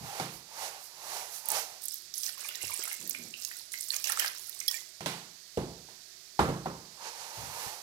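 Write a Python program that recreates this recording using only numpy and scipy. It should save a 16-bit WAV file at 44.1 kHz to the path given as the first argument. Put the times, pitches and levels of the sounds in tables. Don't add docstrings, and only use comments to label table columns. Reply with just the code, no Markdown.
import sys
import numpy as np
from scipy import signal
from scipy.fft import rfft, irfft, next_fast_len
from scipy.io import wavfile

SR = 44100
rng = np.random.default_rng(int(sys.argv[2]) if len(sys.argv) > 2 else 0)


def dump(signal):
    limited = np.clip(np.atleast_2d(signal).T, -1, 1)
    pcm = np.round(limited * 32767).astype(np.int16)
    wavfile.write(sys.argv[1], SR, pcm)


N = 344862
WET_START_S, WET_END_S = 1.75, 5.0
# frequency in Hz, T60 in seconds.
KITCHEN_T60 = [(100, 0.48), (300, 0.6), (1000, 0.2), (4000, 0.52), (14000, 0.19)]


def amp(db):
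    return 10 ** (np.asarray(db) / 20)


def unit(x):
    return x / np.sqrt(np.mean(x ** 2) + 1e-20)


def along(points, hz):
    f, values = np.transpose(points)
    return np.interp(np.log(hz + 1), np.log(f + 1), values)


def add(track, start_s, sound):
    start = max(0, round(start_s * SR))
    part = track[..., start:start + sound.shape[-1]]
    part += sound[..., :part.shape[-1]]


def filtered(x, response):
    n = x.shape[-1]
    padded = next_fast_len(n + 4096)
    return irfft(rfft(x, padded) * response(np.fft.rfftfreq(padded, 1 / SR)), padded)[..., :n]


def coloured(x, spectrum):
    return unit(filtered(x, lambda hz: amp(along(spectrum, hz))))


def resonance(f, centre_hz, q):
    damping = 1j * f * centre_hz / q
    return damping / (centre_hz ** 2 - f ** 2 + damping)


def noise(n):
    # frequency in Hz, left-right correlation.
    correlation = [(100, 0.77), (400, 0.91), (900, 0.86), (2000, 0.27), (8000, 0.2)]

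    def mid_side_gains(hz):
        angle = np.arccos(np.clip(along(correlation, hz), -1, 1)) / 2
        return np.array([np.cos(angle), np.sin(angle)])

    mid, side = filtered(rng.standard_normal((2, n)), mid_side_gains)
    return np.array([mid + side, mid - side])


def noise_band(n, centre_hz, q):
    return unit(filtered(noise(n), lambda f: resonance(f, centre_hz, q) ** 2))


def in_room(x, wet_db):
    n = SR // 2
    hz, frame_s, spectrum = signal.stft(noise(n), SR, nperseg=256)
    decay = amp(-60 * frame_s / along(KITCHEN_T60, hz)[:, None])
    tail = signal.istft(spectrum * decay, SR, nperseg=256)[1][:, :n]
    tail *= 1 - np.exp(-np.arange(n) / SR / 0.0019)
    tail /= np.linalg.norm(tail[0])
    x = np.atleast_2d(x)
    return x + amp(wet_db) * signal.fftconvolve(x, tail, axes=1)[:, :x.shape[1]]


def drone():
    # centre in Hz, nominal width in Hz, level in dB.
    hum_bands = [(92.5, 99, -81), (162, 77, -81), (369, 32, -75), (653, 96, -76)]
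    return sum(amp(db) * noise_band(N, hz, q=hz / width_hz / 1.8) for hz, width_hz, db in hum_bands)


def bumps():
    # start in seconds, level in dB, pitch in Hz, seconds until decay, left over right in dB.
    soft_bumps = [(0, -45.5, 135, 0.047, 0), (.33, -59, 79, 0.032, -6), (2.63, -60.5, 85, 0.04, 20),
                  (2.631, -50.5, 403, 0.0081, 21), (2.789, -51, 460, 0.0096, 16),
                  (2.988, -54, 242, 0.087, -1.5), (3.171, -52, 220, 0.079, -3),
                  (7.365, -47.5, 106, 0.076, 2), (7.661, -52, 114, 0.013, 19)]
    out, t = np.zeros((2, N)), np.arange(SR // 2) / SR
    for start_s, db, hz, length_s, pan_db in soft_bumps:
        hollow = noise_band(len(t), hz, q=1.01)
        swell = np.minimum(3 * t / length_s, 1) * amp(-60 * np.maximum(t - length_s, 0) / (6.2 * length_s))
        add(out, start_s, amp(db + pan_db * np.array([[0.5], [-0.5]])) * swell * hollow)
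    return out


def knocks():
    # start in seconds, relative level in dB, ring in Hz, heaviness 0-1, relative boom in dB.
    blows = [(0.198, -24.5, 766, 0.18, -38), (5.007, -35.5, 680, 0, -42.5), (5.06, -24, 610, 0, -38.5),
             (5.573, -15.5, 460, 0.96, -34), (5.886, -43.5, 890, 0.24, -70), (6.392, -7, 830, 0.89, -30.5),
             (6.488, -20, 520, 1, -31.5), (6.658, -19, 760, 1, -40)]
    # frequency in Hz, relative level in dB.
    room_modes = [(62, -10), (73, -11.5), (108, -5.5), (135, 0.5), (165, 2.5), (190, -2.5), (220, -6.5),
                  (282, -12.5), (316, -6), (367, -3.5), (451, -4), (532, -4), (755, -7), (932, -3),
                  (1218, -27), (1376, -20), (1512, -13), (1658, -20)]
    # frequency in Hz, relative density in dB.
    body_spectrum = [(30, -18), (65, -2), (100, -9), (200, -3), (430, -4), (560, -8), (800, -6),
                     (1000, -4.5), (1400, -5), (2200, -10), (4000, -11)]
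    crack_spectrum = [(100, -40), (880, 2), (1500, -1), (2740, -5.5), (3880, -6.5), (10600, -14),
                      (12500, -16), (16000, -27)]
    light_low_hz, heavy_low_hz = 124, 48
    out, t = np.zeros((2, N)), np.arange(SR * 3 // 4) / SR
    for start_s, db, hz, heavy, boom_db in blows:
        low_hz, high_hz = light_low_hz * (heavy_low_hz / light_low_hz) ** heavy, 1.51 * hz
        reach = lambda f: 1 / np.sqrt((1 + (f / high_hz) ** 6) * (1 + (low_hz / (f + 1)) ** 8))
        ring = np.sin(2 * np.pi * hz * t) * amp(-60 * t / 0.021) * (1 - np.exp(-t / 0.0023))
        tail = unit(filtered(coloured(noise(len(t)), body_spectrum), reach))
        tail *= amp(-14 - 60 * t / 0.097) + amp(-18 - 60 * t / 0.58)
        crack = coloured(noise(len(t)), crack_spectrum)
        crack *= amp(3.5 - 60 * t / 0.013) + amp(-60 * t / 0.54)
        boom = np.zeros(len(t))
        for mode_hz, mode_db in room_modes:
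            decay = amp(mode_db + rng.normal(0, 1) - 60 * t / along(KITCHEN_T60, mode_hz))
            boom += reach(mode_hz) * decay * np.sin(2 * np.pi * (mode_hz * t + rng.random()))
        answer = (amp(db) * tail + amp(boom_db - 3.5) * boom) * (1 - np.exp(-t / 0.0022))
        add(out, start_s, amp(db + 6) * ring + answer + amp(db - 10 - 22 * heavy) * crack)
    return out


def plinks():
    # start in seconds, relative level in dB, pitch in Hz, T60 in seconds.
    drips = [(3.905, -16, 4300, 0.0089), (4.683, -25.5, 3356, 0.048), (4.684, -27, 5470, 0.061),
             (4.684, -46, 1900, 0.37), (4.742, -33, 2340, 0.043), (4.741, -37.5, 1836, 0.14),
             (4.765, -36, 7130, 0.053)]
    out, t = np.zeros(N), np.arange(SR // 2) / SR
    for start_s, db, hz, t60_s in drips:
        ring = amp(db - 60 * t / t60_s) * np.sin(2 * np.pi * hz * t)
        add(out, start_s, filtered(ring, lambda f: resonance(f, hz, q=2.2)))
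    return in_room(out * amp([[-6], [0]]), wet_db=-15)


def bubbles():
    # start in seconds, relative level in dB, pitch in Hz, pan in dB before the left bias.
    trapped_air = [(2.293, -43, 1810, 6), (2.4892, -32.5, 2850, 1), (2.617, -36.5, 2730, -3.0),
                   (2.7587, -44, 1960, -5), (2.8739, -40.5, 1330, -3), (2.9138, -36, 2140, 2),
                   (3.148, -34, 2260, -6.5), (3.3393, -37, 2670, -7), (3.5123, -41.5, 1820, -1.5),
                   (3.7386, -34, 2040, -5), (3.936, -30, 2340, 1.5), (4.0437, -30, 2700, -2),
                   (4.072, -32, 2710, -2), (4.0978, -33, 1300, -3), (4.1237, -33, 1680, 5),
                   (4.1732, -31.5, 1320, -3.5), (4.1969, -24, 3010, -5.0), (4.222, -33.5, 1660, 9),
                   (4.2453, -28.5, 1580, 3), (4.6128, -41.5, 2080, -8.5)]
    gain_db, left_bias_db, t60_cycles = 11, 8, 33.4
    out, t = np.zeros((2, N)), np.arange(SR // 20) / SR
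    draws = rng.standard_normal((len(trapped_air), 2))
    for (start_s, db, hz, pan_db), (life_draw, glide_draw) in zip(trapped_air, draws):
        t60_s = t60_cycles / hz * np.exp(0.15 * life_draw)
        phase = 2 * np.pi * hz * t * (1 + (0.049 + 0.034 * glide_draw) * t / t60_s)
        splash = noise_band(len(t), hz, q=1.3)
        ring = (np.sin(phase) + amp(-7) * splash) * amp(-60 * t / t60_s) * (1 - np.exp(-t / 0.001))
        sides_db = (pan_db + left_bias_db) * np.array([[0.5], [-0.5]])
        add(out, start_s, amp(db + gain_db + sides_db) * ring)
    return in_room(out, wet_db=-5)


def flow():
    # start in seconds, length in seconds, crackle gain in dB, gurgle gain in dB.
    dribbles = [(1.805, 0.16, -45.5, -69), (2.137, 0.062, -40.5, -61), (2.234, 0.04, -40, -45.5),
                (2.371, .2, -45, -45), (2.604, 0.31, -41.5, -44), (2.989, 0.26, -48, -55),
                (3.365, 0.22, -46.5, -56.5), (3.709, 0.36, -44, -63), (3.91, 0.047, -42.5, -43.5),
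                (4.046, 0.079, -36, -37), (4.18, 0.05, -35, -34.5), (4.336, 0.35, -47.5, -56.5),
                (4.691, 0.062, -41.5, -46.5)]
    attack_s, drain_t60_s = 0.01, 0.41
    t, power = np.arange(N) / SR, np.zeros((2, N))
    for start_s, length_s, crackle_db, gurgle_db in dribbles:
        attack = np.clip((t - start_s) / attack_s, 0, 1)
        drain = amp(-60 * np.maximum(t - start_s - length_s, 0) / drain_t60_s)
        power += (amp([[crackle_db], [gurgle_db]]) * attack * drain) ** 2
    return np.sqrt(power)


def droplets(per_second, pitch_hz, log_spread, decay_cycles, scatter_db):
    span_s = WET_END_S - WET_START_S
    count = int(per_second * span_s)
    pitch_draw, life_draw, size_draw = np.hsplit(rng.standard_normal((count, 3)), 3)
    starts = (SR * rng.uniform(WET_START_S, WET_END_S, count)).astype(int)
    hz = np.minimum(pitch_hz * np.exp(log_spread * pitch_draw), SR / 2)
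    life = decay_cycles * np.exp(life_draw / 2)
    size = amp(scatter_db * np.minimum(size_draw, 2))
    step = np.arange(SR // 100)
    cycles = hz * step / SR
    rings = size * np.sin(2 * np.pi * cycles) * np.exp(-cycles / life) * (1 - np.exp(-2 * cycles / life))
    out = np.bincount((starts[:, None] + step).ravel(), rings.ravel(), N)[:N]
    return unit(out) * np.sqrt(span_s * SR / N)


def trickle():
    # frequency in Hz, relative density in dB.
    fizz_spectrum = [(1500, -42), (2800, -11), (4000, -0.5), (5500, 3), (9000, -11), (12500, 3),
                     (16000, -18)]
    gurgle_spectrum = [(130, -63), (220, -25.5), (424, -4), (991, -3), (1280, -3), (1440, -49.5),
                       (1610, -2.5), (2150, -1), (4000, -6), (5200, -40), (8800, -120)]
    crackle_gain, gurgle_gain = flow()
    drops = droplets(per_second=520, pitch_hz=10200, log_spread=0.33, decay_cycles=2.1, scatter_db=5.5)
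    drops = filtered(drops, lambda f: resonance(f, 10000, q=0.5))
    fizz = coloured(rng.standard_normal(N), fizz_spectrum)
    crackle = crackle_gain * (amp(-3) * drops + amp(-6.5) * fizz)
    froth = np.array([
        droplets(per_second=200, pitch_hz=1920, log_spread=0.315, decay_cycles=3, scatter_db=7.5)
        for _ in range(2)])
    gurgle = gurgle_gain * (amp(-7.5) * froth + amp(-12) * coloured(noise(N), gurgle_spectrum))
    return in_room(crackle, wet_db=-8) + in_room(gurgle, wet_db=-6.5)


def spatter(per_second=25, over_crackle_db=12.5, middle_hz=7800):
    crackle_gain = flow()[0]
    count = int(per_second * (WET_END_S - WET_START_S))
    time_draw, level_draw, pitch_draw = rng.random((count, 3)).T
    starts_s = WET_START_S + time_draw * (WET_END_S - WET_START_S)
    crackle_db = 20 * np.log10(crackle_gain[(starts_s * SR).astype(int)] + 1e-9)
    levels_db = crackle_db + over_crackle_db + 8 * (level_draw - 0.5)
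    return list(zip(starts_s, levels_db, middle_hz * 2 ** (1.24 * (pitch_draw - 0.5))))


def splats():
    # time in seconds, relative level in dB, centre in Hz.
    loud_drops = [(1.456, -25.5, 10700), (1.486, -13.5, 13000), (1.502, -17.5, 7600), (1.5162, -13, 10000),
                  (1.8402, -29, 8660), (1.8545, -22, 11400), (1.8821, -20.5, 8300), (1.941, -23, 13200),
                  (2.139, -24, 5690), (2.177, -26.5, 6460), (2.2323, -21, 5480), (2.2628, -21, 5730),
                  (2.4853, -24.5, 12100), (2.5542, -24.5, 5550), (2.7048, -28, 12000), (2.7397, -20, 10400),
                  (2.836, -22, 11900), (2.9276, -22, 12600), (3.0749, -25, 12000), (3.0945, -17.5, 13000),
                  (3.108, -21, 6350), (3.4481, -20.5, 6460), (3.7344, -25, 9000), (3.808, -23, 8900),
                  (3.9417, -20.5, 5900), (3.9632, -19, 6550), (4.0408, -18.5, 6000), (4.12, -18, 11850),
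                  (4.1954, -12, 11600), (4.2602, -22, 5040), (4.2785, -22, 4800), (4.494, -24, 11450),
                  (4.6016, -22, 6200), (4.6798, -10, 5270), (4.7117, -21, 5540)]
    lead_s, rise_s, snap_delay_s = 0.0011, 0.0026, 0.0025
    out, t = np.zeros(N), np.arange(SR // 40) / SR
    snap_t = np.maximum(t - snap_delay_s, 0)
    burst = np.minimum(t / rise_s, 1) ** 2 * (amp(-60 * t / 0.018) + amp(-8 - 60 * t / 0.038))
    snap_decay = amp(-60 * snap_t / 0.0013) + amp(-2.5 - 60 * snap_t / 0.0076)
    for time_s, db, hz in list(loud_drops) + spatter():
        treble = amp(0.55 * (db + 9.5))
        hiss = filtered(rng.standard_normal(len(t)) * burst,
                        lambda f: resonance(f, hz, q=1.9) ** 2 + treble * resonance(f, 12000, q=1.5) ** 2)
        snap = filtered(np.sin(2 * np.pi * hz * snap_t) * snap_decay, lambda f: resonance(f, hz, q=1.2))
        drop = snap + amp(3) * hiss / np.abs(hiss).max()
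        add(out, time_s - lead_s, amp(db - 1) * drop / np.abs(drop).max())
    return in_room(out, wet_db=-18)


def ticks(per_second):
    return unit(rng.standard_normal(N) * (rng.random(N) < per_second / SR))


def sweep(peak_s, half_s):
    offset = (np.arange(N) / SR - peak_s) / half_s
    return amp(-6.5 * (np.sqrt(1 + 3 * offset ** 2) - 1))


def raking():
    # fastest moment in seconds, scrape gain in dB, hiss gain in dB,
    # sparkle over hiss in dB, half-length in seconds, hollow resonance in Hz.
    strokes = [(.07, -49, -50, 2, .07, 810), (0.169, -44, -46.5, 0.5, 0.078, 800),
               (0.621, -43.5, -41, -1.5, 0.069, 830), (0.75, -53, -58, 0, 0.055, 840),
               (1.142, -44.5, -42, 0.5, .11, 860), (1.549, -38, -34.5, 1, 0.055, 835),
               (7.051, -45, -43.5, -11, 0.045, 898), (7.202, -51, -46.5, -6, 0.11, 850),
               (7.41, -48, -47.5, 0, 0.13, 874), (7.621, -44.5, -43.5, 1, .12, 916)]
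    # peak time in seconds, level in dB.
    spills = [(.35, -54.5), (.85, -54), (1.362, -46)]
    # frequency in Hz, relative density in dB.
    scrape_spectrum = [(120, -51), (200, -25.5), (280, -21.5), (335, -13.5), (457, -5), (678, -3.5),
                       (793, -3.5), (1030, -3.5), (1180, -4.5), (3500, -15.5), (4550, -14), (7700, -120)]
    loose_spectrum = [(150, -55), (1180, -3), (2000, -7.5), (3520, -10.5), (4530, -3.5), (6040, -1),
                      (7840, -5), (11500, -5), (14800, -8.5), (16000, -27)]
    friction_lag_s, hiss_lag_s, settle_s = 0.016, 0.018, 0.16
    sparkle_hz, sag_hz_per_s = 9000, 550
    t = np.arange(N) / SR
    friction = coloured(noise(N) + 0.5 * ticks(per_second=4000), scrape_spectrum)
    hiss = coloured(noise(N) + 0.5 * ticks(per_second=4400), loose_spectrum)
    sparkle = filtered(hiss, lambda f: 1 - 1 / (1 + (f / sparkle_hz) ** 6))
    rumble = noise_band(N, 142, q=0.63)
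    centres_hz = np.geomspace(550, 1150, 7)
    bands = [noise_band(N, hz, q=5.4) for hz in centres_hz]
    loose_power = sum((amp(db) * sweep(peak_s, half_s=0.044)) ** 2 for peak_s, db in spills)
    sparkle_power = loose_power * amp(7) ** 2
    scrape_power, weighted_hz = np.full(N, 1e-20), np.zeros(N)
    for peak_s, scrape_db, hiss_db, sparkle_db, half_s, hz in strokes:
        settle = amp(-17.5) * sweep(peak_s + settle_s, settle_s / 2)
        push = amp(scrape_db) ** 2 * (sweep(peak_s, half_s) ** 2 + settle ** 2)
        slide = amp(hiss_db) ** 2 * (sweep(peak_s + hiss_lag_s, half_s) ** 2 + amp(-3) * settle ** 2)
        scrape_power += push
        weighted_hz += push * (hz - sag_hz_per_s * (t - peak_s))
        loose_power += slide
        sparkle_power += slide * amp(sparkle_db) ** 2
    hollow_hz = weighted_hz / scrape_power
    hollow = sum(np.sqrt(np.interp(hollow_hz, centres_hz, share)) * band
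                 for share, band in zip(np.eye(len(bands)), bands))
    hand = np.sqrt(scrape_power)
    bowl = hand * (amp(-3) * hollow + amp(-23.5) * rumble)
    scrape = amp(0.5) * np.interp(t - friction_lag_s, t, hand) * friction
    return bowl + scrape + np.sqrt(loose_power) * (hiss - sparkle) + np.sqrt(sparkle_power) * sparkle


def scene():
    return raking() + trickle() + splats() + bubbles() + plinks() + knocks() + bumps() + drone()


def record(dry):
    # frequency in Hz, gain in dB.
    left_response = [(100, -1.5), (350, -5), (800, 0.5), (1400, -7.5), (2100, -5), (2800, -6), (3900, -17),
                     (6500, -20.5), (7600, -29), (8400, -51), (9600, -45), (10700, -24), (12500, -27),
                     (15500, -27)]
    right_response = [(100, 0.5), (350, -0.5), (800, -0.5), (1500, 1), (2700, 6), (4200, 7), (15000, 5)]
    # frequency in Hz, relative density in dB.
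    left_hiss = [(20, -11), (70, 3.5), (300, -6.5), (1200, -8), (3000, -19), (5000, -12), (8500, -32),
                 (11500, -22), (16000, -20)]
    right_hiss = [(30, -48), (200, -18), (550, -18.5), (950, -17), (1900, -8), (2900, -10), (4600, 1.5),
                  (6500, -2.5), (9500, -11), (14000, -12.5), (16000, -26)]
    # time in seconds, gain in dB.
    hiss_envelope = [(.5, -2), (2, -0.5)]
    left_lag_s, top_hz = 0.0002, 16000
    left = filtered(dry[0], lambda hz: amp(along(left_response, hz)) * np.exp(-2j * np.pi * hz * left_lag_s))
    right = filtered(dry[1], lambda hz: amp(along(right_response, hz)))
    hiss = np.array([amp(-70.5) * coloured(rng.standard_normal(N), left_hiss),
                     amp(-47.5) * coloured(rng.standard_normal(N), right_hiss)])
    hiss *= amp(np.interp(np.arange(N) / SR, *np.transpose(hiss_envelope)))
    return filtered(np.array([left, right]) + hiss, lambda hz: np.clip((top_hz - hz) / 300 + 0.5, 0, 1))


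dry = scene()
out = record(dry)
dump(out)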